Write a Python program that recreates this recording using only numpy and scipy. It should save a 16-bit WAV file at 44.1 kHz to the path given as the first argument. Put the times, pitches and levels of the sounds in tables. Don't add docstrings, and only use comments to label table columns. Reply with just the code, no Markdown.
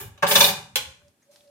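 import sys
import numpy as np
from scipy import signal
from scipy.io import wavfile

SR = 44100
rng = np.random.default_rng(int(sys.argv[2]) if len(sys.argv) > 2 else 0)


def materialize(psi):
    bounded = np.clip(np.atleast_2d(psi).T, -1, 1)
    quanta = np.round(bounded * 32767).astype(np.int16)
    wavfile.write(sys.argv[1], SR, quanta)


def field_ratio(decibels):
    return 10 ** (np.asarray(decibels, dtype=float) / 20)


N = 66150


def curve(rows):
    seconds, *columns = np.transpose(rows)
    return [np.interp(np.arange(N) / SR, seconds, column) for column in columns]


def at_hz(points, hz):
    table_hz, values = np.transpose(points)
    return np.interp(np.log(hz), np.log(table_hz), values)


def unit(x):
    return x / np.sqrt(np.mean(x ** 2) + 1e-20)


def filtered(x, order, hz, kind="low"):
    return signal.sosfilt(signal.butter(order, hz, kind, fs=SR, output="sos"), x)


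def bands(x):
    edges = 25 * 2 ** np.arange(0, 9.6, .5)
    out = []
    for k, (low, high) in enumerate(zip(edges, edges[1:])):
        band = signal.sosfilt(signal.butter(2, [low, high], "band", fs=SR, output="sos"), x + 1e-18)
        out.append((np.sqrt(low * high), (-1) ** k * band))
    return out


def colour(x, spectrum):
    return sum(field_ratio(at_hz(spectrum, hz)) * band for hz, band in bands(x))


def ring(x, hz, t60):
    r = field_ratio(-60 / (t60 * SR))
    w = 2 * np.pi * hz / SR
    return signal.lfilter([0, np.sin(w)], [1, -2 * r * np.cos(w), r * r], x + 1e-18)


def ring_all(force, modes, cycles, extra_s):
    out = 0
    for k, (hz, db, t60) in enumerate(modes):
        out = out + (-1) ** k * field_ratio(db) * ring(force, hz, min(t60, cycles / hz + extra_s))
    return out


def grains(rate):
    sign = rng.choice([-1, 1], N)
    return unit(sign * (rng.random(N) < rate / SR))


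def diffuse(spectrum, size=N):
    # (frequency [Hz], likeness [0-1])
    likeness = [(40, .6), (80, .85), (150, .96), (300, .8), (600, .65), (1200, .1), (3000, .0)]
    out = 0
    for hz, (mid, side) in bands(rng.standard_normal((2, size))):
        alike = np.clip(at_hz(likeness, hz), 0, 1)
        stereo = np.sqrt(1 + alike) * mid + np.sqrt(1 - alike) * side * [[1], [-1]]
        out = out + spectrum(hz) * stereo
    return out


def pot(force):
    # (frequency [Hz], level [dB], fade time t60 [s])
    pot_modes = [(152, -8, 0.054), (200.4, -10, 0.075), (429.4, -9, 0.057), (539.2, 0.5, 0.023),
                 (578.6, -2, .07), (757, -3, 0.048), (895, 4, 0.022), (1014, -4, 0.044), (1140, 0.5, 0.021),
                 (1360, -2, 0.051), (1608, 9.5, 0.01), (2440, 11, 0.013), (2861, 11, 0.015),
                 (3576, 14.5, 0.01)]
    # (frequency [Hz], level [dB])
    clatter = [(250, -39.5), (500, -6.5), (1000, -20), (2500, -18), (4500, 10.5), (7000, -10),
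               (11000, -11.5), (16000, -14)]
    return field_ratio(-30.5) * ring_all(force, pot_modes, 45, .005) + field_ratio(1.5) * colour(force, clatter)


def knocks():
    bounce_s = [.176, .2240, .266, .309, .353, .404, .44, .482]
    # (peak level [dB], contact length [s], bright share [dB])
    bounces = [
        (-41, 0.0029, -11.5),
        (-10, 0.0091, -17),
        (-36.5, .005, 7.5),
        (-26, 0.011, 3.5),
        (-20.5, .014, 3),
        (-18.5, 0.0095, 2.5),
        (-24.5, 0.0056, 7.5),
        (-33, 0.0074, 7.5),
    ]
    rough = grains(6000)
    t = np.arange(N) / SR
    soft, bright = np.zeros((2, N))
    for start, (db, length, bright_db) in zip(bounce_s, bounces):
        press = field_ratio(db) * (t >= start) * np.exp(-(np.maximum(t - start, 0) / length) ** 2)
        soft = soft + press
        bright = bright + field_ratio(bright_db) * press
    return filtered(soft * rough, 2, 1390) + bright * rough


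def slide():
    # (time [s], level [dB])
    pressure = [(0, -39.5), (.04, -53), (.075, -61.5), (.11, -97.5), (.266, -86), (.274, -31), (.31, -26.5),
                (.345, -28.5), (.41, -24), (.44, -26), (.495, -31.5), (.52, -56.5), (.56, -90)]
    # (frequency [Hz], level [dB per Hz])
    hiss_colour = [(2000, -22), (4000, -14), (7000, -6), (10300, -9.5), (12500, -3), (14500, 3.5),
                   (16000, -1)]
    # (frequency [Hz], width [Hz], level [dB])
    shimmer = [(10300, 400, -3), (14400, 250, 0), (15350, 250, 0)]
    rough = grains(12000)
    lines = sum(field_ratio(db) * unit(ring(rough, hz, np.log(9) / width)) for hz, width, db in shimmer)
    hiss = filtered(colour(rough, hiss_colour), 2, 2500, "high")
    return field_ratio(curve(pressure)[0]) * (unit(hiss) + field_ratio(-15) * lines)


def drag():
    # (time [s], level [dB])
    push = [(0, -49), (.06, -67.5), (.075, -78.5), (.2, -80), (.27, -45.5), (.3, -41.5), (.45, -43.5),
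            (.5, -53.5), (.53, -92)]
    force = field_ratio(curve(push)[0]) * unit(filtered(grains(1500), 2, 2000))
    return pot(force) + field_ratio(-33) * ring(force, hz=405, t60=0.052)


def tap():
    # (frequency [Hz], level [dB], fade time t60 [s])
    rim_modes = [(532.4, -9.5, 0.18), (833, -11.5, 0.18), (1067, -7, 0.043), (1484, -5, 0.039),
                 (2380, 2.5, 0.017), (2755, 6.5, 0.013), (3116, 12.5, 0.023), (3090, 4, 0.11),
                 (3337, 13.5, 0.017), (4040, 12.5, 0.013), (5760, -5, 0.061), (7040, -5, .02),
                 (9300, -20, .02), (14200, 4, .015)]
    # (frequency [Hz], level [dB])
    crack_colour = [(300, 2), (600, 8.5), (1500, 8.5), (2800, 16.5), (4500, 16), (8000, 9.5), (12000, 11),
                    (16000, 8)]
    tap_s, tap_db, crack_fade_s, crack_level = .7568, -13, 0.009, 0.025
    click = field_ratio(tap_db) * (np.arange(N) == int(tap_s * SR))
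    fade = signal.lfilter([1], [1, -np.exp(-1 / (crack_fade_s * SR))], click)
    crack = click + crack_level * fade * rng.standard_normal(N)
    return field_ratio(-16) * ring_all(click, rim_modes, 70, .006) + colour(crack, crack_colour)


def stir():
    # (time [s], swish level [dB], hum level [dB])
    strokes = [
        (.95, -100.5, -98),
        (1.02, -87, -77),
        (1.09, -82, -80),
        (1.15, -100, -128),
        (1.23, -80, -95.5),
        (1.3, -85, -67),
        (1.315, -66, -84),
        (1.42, -73.5, -69),
        (1.5, -81.5, -73.5),
    ]
    # (frequency [Hz], level [dB per Hz])
    swish_colour = [(700, -3), (1500, -8.5), (2200, -7.5), (4000, -1.5), (7000, -6.5), (11000, -5),
                    (16000, -22)]
    swish_db, hum_db = curve(strokes)
    hum_hz, hum_width_hz = 577, 8
    hum = unit(ring(rng.standard_normal(N), hum_hz, np.log(9) / hum_width_hz))
    return field_ratio(swish_db) * unit(colour(grains(2100), swish_colour)) + field_ratio(hum_db) * hum


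def ticks():
    touch_s = [1.018, 1.082, 1.222, 1.222, 1.312, 1.3595, 1.408, 1.475]
    # (peak level [dB], centre [Hz], length [s])
    touches = [
        (-61, 1200, .006),
        (-56.5, 5500, 0.0025),
        (-66, 6400, 0.015),
        (-70, 2050, 0.024),
        (-61.5, 6200, 0.016),
        (-47, 4460, 0.0032),
        (-54.5, 3320, 0.0031),
        (-59.5, 4700, 0.0046),
    ]
    t, noise = np.arange(N) / SR, rng.standard_normal(N)
    out = np.zeros(N)
    for start, (db, hz, length) in zip(touch_s, touches):
        fade = (t >= start) * np.exp(-np.maximum(t - start, 0) / length)
        out += field_ratio(db) * fade * unit(ring(noise, hz, np.log(9) * length / 5))
    return out


def kitchen(x):
    # (frequency [Hz], fade time t60 [s])
    room = [(150, 0.6), (500, 0.39), (1500, 0.49), (3500, 0.38), (8000, 0.42), (15000, 0.17)]
    t = np.arange(SR // 2) / SR
    early = field_ratio(7 - 60 * t / .08)
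    echo = diffuse(lambda hz: field_ratio(-60 * t / at_hz(room, hz)) + early, size=len(t))
    echo = echo * (1 - np.exp(-t / 0.00033))
    echo = echo / np.sqrt(np.sum(echo ** 2, axis=1, keepdims=True))
    return signal.fftconvolve(x[None], echo, axes=1)[:, :N]


def rumble():
    # (time [s], level [dB])
    handling = [(0.0, -44), (0.066, -43), (0.208, -63), (0.246, -51), (0.284, -69), (0.408, -41.5),
                (0.55, -82), (0.564, -59), (0.718, -65), (0.734, -55), (0.88, -50.5), (0.956, -65),
                (1.098, -61), (1.164, -98), (1.386, -95), (1.5, -89.5)]
    # (frequency [Hz], level [dB per Hz])
    rumble_colour = [(25, -32.5), (45, -12.5), (70, -7.5), (95, 1), (130, -13.5), (200, -17), (350, -39.5),
                     (1000, -105)]
    return field_ratio(curve(handling)[0]) * unit(diffuse(lambda hz: field_ratio(at_hz(rumble_colour, hz))))


def room_noise():
    # (frequency [Hz], level [dB])
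    noise_colour = [(59, -33.5), (100, -7), (266, -7), (891, -21), (2930, -25), (7770, -25), (10000, -20),
                    (16000, -48)]
    return field_ratio(-69.5) * unit(diffuse(lambda hz: field_ratio(at_hz(noise_colour, hz))))


def scene():
    bounced, dragged_and_tapped, rubbed = pot(knocks()), drag() + tap(), slide() + stir()
    small = ticks()
    near = bounced + dragged_and_tapped + rubbed
    wet = kitchen(bounced) + kitchen(dragged_and_tapped) + kitchen(rubbed + field_ratio(-14) * small)
    lag_s = .00012
    direct = np.array([near, np.roll(near, int(lag_s * SR))]) + small
    return direct + field_ratio(6) * wet + rumble() + room_noise()


def roll_off(x):
    return signal.sosfilt(signal.butter(12, 16980, fs=SR, output="sos"), x)


def record(dry):
    x = filtered(dry, 3, 45, "high")
    rounded = np.tanh(x / 2) * 2
    mix = signal.sosfilt(signal.ellip(8, .5, 45, 15850, fs=SR, output="sos"), rounded)
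    return roll_off(mix)


dry = scene()
out = record(dry)
materialize(out)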